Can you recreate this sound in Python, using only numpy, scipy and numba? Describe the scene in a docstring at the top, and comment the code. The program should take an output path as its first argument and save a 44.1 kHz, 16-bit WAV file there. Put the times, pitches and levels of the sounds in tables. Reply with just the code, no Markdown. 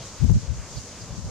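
"""Dry reed leaves hiss and tick over the low rush of open air as wind blows through a reed bed.
Soon swirls of wind (eddies) rumble and knock on the two microphone openings, mostly the left one.
The strongest push the recorder into its limiter, which briefly turns the sound down.
Later a far bird gives two short, raspy calls."""
import sys
import numpy as np
from scipy import signal
from scipy.fft import rfft, irfft
from scipy.io import wavfile
from scipy.ndimage import uniform_filter1d
from numba import njit

SR = 44100
rng = np.random.default_rng(int(sys.argv[2]) if len(sys.argv) > 2 else 0)


def log_audio(samples):
    """Write samples as a 16-bit WAV file to the path given in sys.argv[1]."""
    # one column per channel
    frames = np.atleast_2d(samples).T
    # limit to full scale, then quantise
    limited = np.clip(frames, -1, 1)
    pcm = np.round(limited * 32767).astype(np.int16)
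    wavfile.write(sys.argv[1], SR, pcm)


N = 57330  # 1.3 s


def undb(db):
    """Turn decibels into a number to multiply by."""
    return 10 ** (np.asarray(db) / 20)


def unit(x):
    """Scale a signal to an average strength (rms) of 1."""
    return x / np.sqrt(np.mean(x ** 2))


def noise(channels=2):
    """Plain white noise, different in each channel."""
    return rng.standard_normal((channels, N))


def shape(x, points):
    """Turn frequencies up or down along a curve of (f/Hz, gain/dB) points."""
    hz, db = np.array(points).T
    f = np.maximum(np.linspace(0, SR / 2, N + 1), 1)
    gain = undb(np.interp(np.log(f), np.log(hz), db))
    return irfft(rfft(x, 2 * N) * gain)[..., :N]


def colour(x, points):
    """Give a noise the tone of such a curve, at strength 1."""
    return unit(shape(x, points))


def band(x, hz, width_hz):
    """Keep the sound near one pitch, as a resonance does, at strength 1."""
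    f = np.arange(N // 2 + 1) * SR / N
    return unit(irfft(rfft(x) / (1 + (2 * (f - hz) / width_hz) ** 2), N))


def smooth(x, width):
    """Round off quick changes by averaging twice over `width` samples."""
    return uniform_filter1d(uniform_filter1d(x, width), width)


def wander(rate_hz):
    """A curve that drifts between random values, rate_hz of them a second."""
    hold = int(SR / rate_hz)
    steps = np.repeat(rng.standard_normal(200), hold)[:N]
    return unit(smooth(steps, hold))


def flicker(x, depth_db, rate_hz):
    """Let each of ten octaves waver in level, partly together with the others."""
    f = np.arange(N // 2 + 1) * SR / N
    octave = np.log2(np.clip(f / 30, 1, 2 ** 9))
    spectrum, shared = rfft(x), wander(rate_hz / 2)
    out = 0
    for k in range(10):
        part = irfft(spectrum * np.maximum(1 - abs(octave - k), 0), N)
        out += part * undb(depth_db * (wander(rate_hz) + shared / 2))
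    return out


def swell(t, at, length):
    """A smooth rise and fall around `at`, with half the power at the ends of its length."""
    return 2 ** (-2 * ((t - at) / length) ** 2)


# Tone of the open air: f/Hz, relative level/dB
AIR_TONE = [(25, -3), (60, 4), (120, 5.5), (200, 3), (300, -4), (420, -4.5), (560, -2), (750, -8.5),
            (1100, -9), (1700, -14.5), (3000, -15.5), (5000, -18), (8000, -28), (15000, -76)]
# How loud the air is: t/s, low part level/dB, high part level/dB
AIR_LEVELS = [(0, -44, -47.5), (.25, -47.5, -50), (.5, -44.5, -49.5), (.73, -44.5, -49), (.9, -44, -50.5),
              (1.05, -44.5, -51), (1.18, -41.5, -51), (1.3, -43, -50)]

def open_air(t, split_hz=663):
    """Distant wind rushes, nearly the same left and right; its low and high parts swell separately."""
    rush = colour(noise(channels=1) + 0.24 * noise(), AIR_TONE)
    rush = flicker(rush, depth_db=2, rate_hz=22.23)
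    low = signal.sosfiltfilt(signal.butter(2, split_hz, fs=SR, output="sos"), rush)
    times, low_db, high_db = np.array(AIR_LEVELS).T
    low_gain, high_gain = undb(np.interp(t, times, low_db)), undb(np.interp(t, times, high_db))
    return unit(low) * low_gain + unit(rush - low) * high_gain


# The bird's calls: t/s, length/s, pitch/Hz, level/dB of the lower resonance
BIRD_CALLS = [(0.778, 0.019, 4550, -45.5), (1.02, 0.012, 4900, -45.5)]

def far_bird(t, echo_db=-14, echo_fade_s=0.043):
    """Short raspy chirps ring at two pitches; the reeds scatter them into a faint echo."""
    out = 0
    for at, length, hz, db in BIRD_CALLS:
        lower = band(noise(channels=1) + 0.5 * noise(), hz, width_hz=870)
        upper = undb(-1.5) * band(noise(), hz=6440, width_hz=1500)
        echo = undb(echo_db) * (t > at) * np.exp(-abs(t - at) / echo_fade_s)
        out += undb(db) * (lower + upper) * np.maximum(swell(t, at, length), echo)
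    return out


# Tone of the dry leaves: f/Hz, relative level/dB
LEAF_TONE = [(500, -16.5), (1500, -13), (2600, -14), (3700, -10.5), (4600, -4), (5600, -1.5), (6600, 2),
             (7300, -3), (8300, -10.5), (10000, -18.5), (12500, -26.5), (15500, -32)]
# How loud the leaves rustle: t/s, level/dB
RUSTLE_LEVELS = [(0, -43), (.15, -45.5), (.35, -45.5), (.55, -46.5), (.68, -45), (.79, -44), (.95, -46),
                 (1.15, -45), (1.3, -48)]

def reeds(t, ticks_per_s=2300, tick_spread_db=1.5, tick_share=0.32):
    """Countless leaves rub together: far ones blur into a hiss, near ones tick."""
    ticks = (rng.random((2, N)) < ticks_per_s / SR) * rng.choice([-1, 1], (2, N))
    tick_db = tick_spread_db * np.minimum(rng.exponential(size=(2, N)), 5)
    ticks = unit(ticks * undb(tick_db))
    leaves = colour(np.sqrt(tick_share) * ticks + np.sqrt(1 - tick_share) * noise(), LEAF_TONE)
    times, db = np.array(RUSTLE_LEVELS).T
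    level_db = np.interp(t, times, db) + np.array([[0.8], [-0.8]])  # a little louder on the left
    return flicker(leaves, depth_db=1.5, rate_hz=24.32) * undb(level_db)


# Tone of an eddy: multiple of its centre frequency, relative level/dB
EDDY_TONE = [(.22, -40), (.4, -13.5), (.65, -2.5), (1, 2), (1.45, -6), (2.1, -17.5), (3, -26), (5.5, -38.5),
             (13, -51.5), (44, -66)]

def eddy(hz, even_out_s=0.0097):
    """Swirling air makes the pressure rumble around one frequency, evened out to a steady strength."""
    churn = colour(noise(channels=1)[0], [(hz * ratio, db) for ratio, db in EDDY_TONE])
    return churn / np.sqrt(smooth(churn ** 2, int(even_out_s * SR)))


# Passing eddies: t/s, length/s, relative level/dB, centre f/Hz, side (0 left, 1 right)
PASSING_EDDIES = [(0.212, 0.012, -21, 86, 0), (0.245, 0.027, -8, 103.3, 0), (0.28, 0.032, -25.5, 106, 0),
                  (0.311, 0.026, -5, 77.7, 0), (0.35, .045, -15, 103, 0), (0.441, 0.023, -28.5, 103, 0),
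                  (.506, 0.025, -16.5, 75, 0), (0.534, 0.081, -32.5, 108, 0), (0.598, 0.015, -23.5, 62, 0),
                  (0.641, 0.024, -35.5, 92, 0), (0.77, 0.094, -39.5, 85, 0), (1.031, .03, -35.5, 100, 0),
                  (1.124, 0.025, -29, 99, 0), (1.187, 0.013, -22.5, 117, 0), (1.256, 0.049, -29, 91, 0),
                  (0.277, .05, -28.5, 92, 1), (0.36, 0.028, -12, 116, 1), (0.58, 0.051, -31.5, 77, 1),
                  (0.777, 0.021, -25, 81.5, 1), (1.273, .04, -28, 99, 1)]
# How a microphone opening responds to wind, with the deepest bass cut: f/Hz, gain/dB
MIC_RESPONSE = [(20, -39), (32, -10.5), (46, 0.5), (70, -0.5), (185, 0.5), (255, -5), (400, -8.5),
                (2000, -12.5)]

def wind_on_microphone(t, draught_db=-54.5, eddy_trim_db=-0.5):
    """Each opening feels its own light draught, and a swell of rumble whenever an eddy passes."""
    pressure = undb(draught_db) * np.array([eddy(hz=90), eddy(hz=90)])
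    for at, length, db, hz, side in PASSING_EDDIES:
        pressure[int(side)] += undb(db + eddy_trim_db) * swell(t, at, length) * eddy(hz)
    return shape(pressure, MIC_RESPONSE)


# Knocks of the gust: t/s, thud peak level/dB, crackle level/dB (6 dB above its average strength)
GUST_KNOCKS = [(0.2478, -22.5, -39), (0.2981, -13, -42), (0.3174, -21, -38)]
# Tone of a knock's crackle: f/Hz, relative level/dB
CRACKLE_TONE = [(3000, -15), (9000, 4), (12500, 2), (15500, -5)]

def gust_knocks(t, rise_s=0.00025, fall_s=0.001, crackle_s=0.0012):
    """The gust overloads the left opening: sudden drops in pressure, and with each a tiny crackle sounds high
    in the treble."""
    out = np.zeros((2, N))
    crackle = colour(noise(channels=1)[0], CRACKLE_TONE) / 2
    for at, thud_db, crackle_db in GUST_KNOCKS:
        age = np.maximum(t - at, 0)
        thud = (1 - np.exp(-(age / rise_s) ** 2)) * np.exp(-age / fall_s)
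        out[0] -= undb(thud_db) * thud / thud.max()
        out[0] += undb(crackle_db) * crackle * swell(t, at, crackle_s)
    return out


def scene():
    """Add the wind on the microphone to the air, reeds and bird, in stereo."""
    t = np.arange(N) / SR
    return wind_on_microphone(t) + gust_knocks(t) + open_air(t) + reeds(t) + far_bird(t)


@njit
def follow_peaks(x, rise_s, fall_s):
    """Track a signal's peaks, going up at one speed and down at another."""
    rise, fall = 1 / (1 + rise_s * SR), 1 / (1 + fall_s * SR)
    out, level = np.empty(len(x)), 0.
    for i in range(len(x)):
        level += (x[i] - level) * (rise if x[i] > level else fall)
        out[i] = level
    return out


def record(dry, limit=0.36, top_hz=15500):
    """One limiter turns both channels down on the loudest peaks; then the highest treble is cut."""
    peak = follow_peaks(abs(dry).max(axis=0), rise_s=0.0015, fall_s=0.012)
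    limited = dry * limit / np.maximum(peak, limit)
    return signal.sosfilt(signal.ellip(10, .1, 80, top_hz, fs=SR, output="sos"), limited)


dry = scene()
out = record(dry)
log_audio(out)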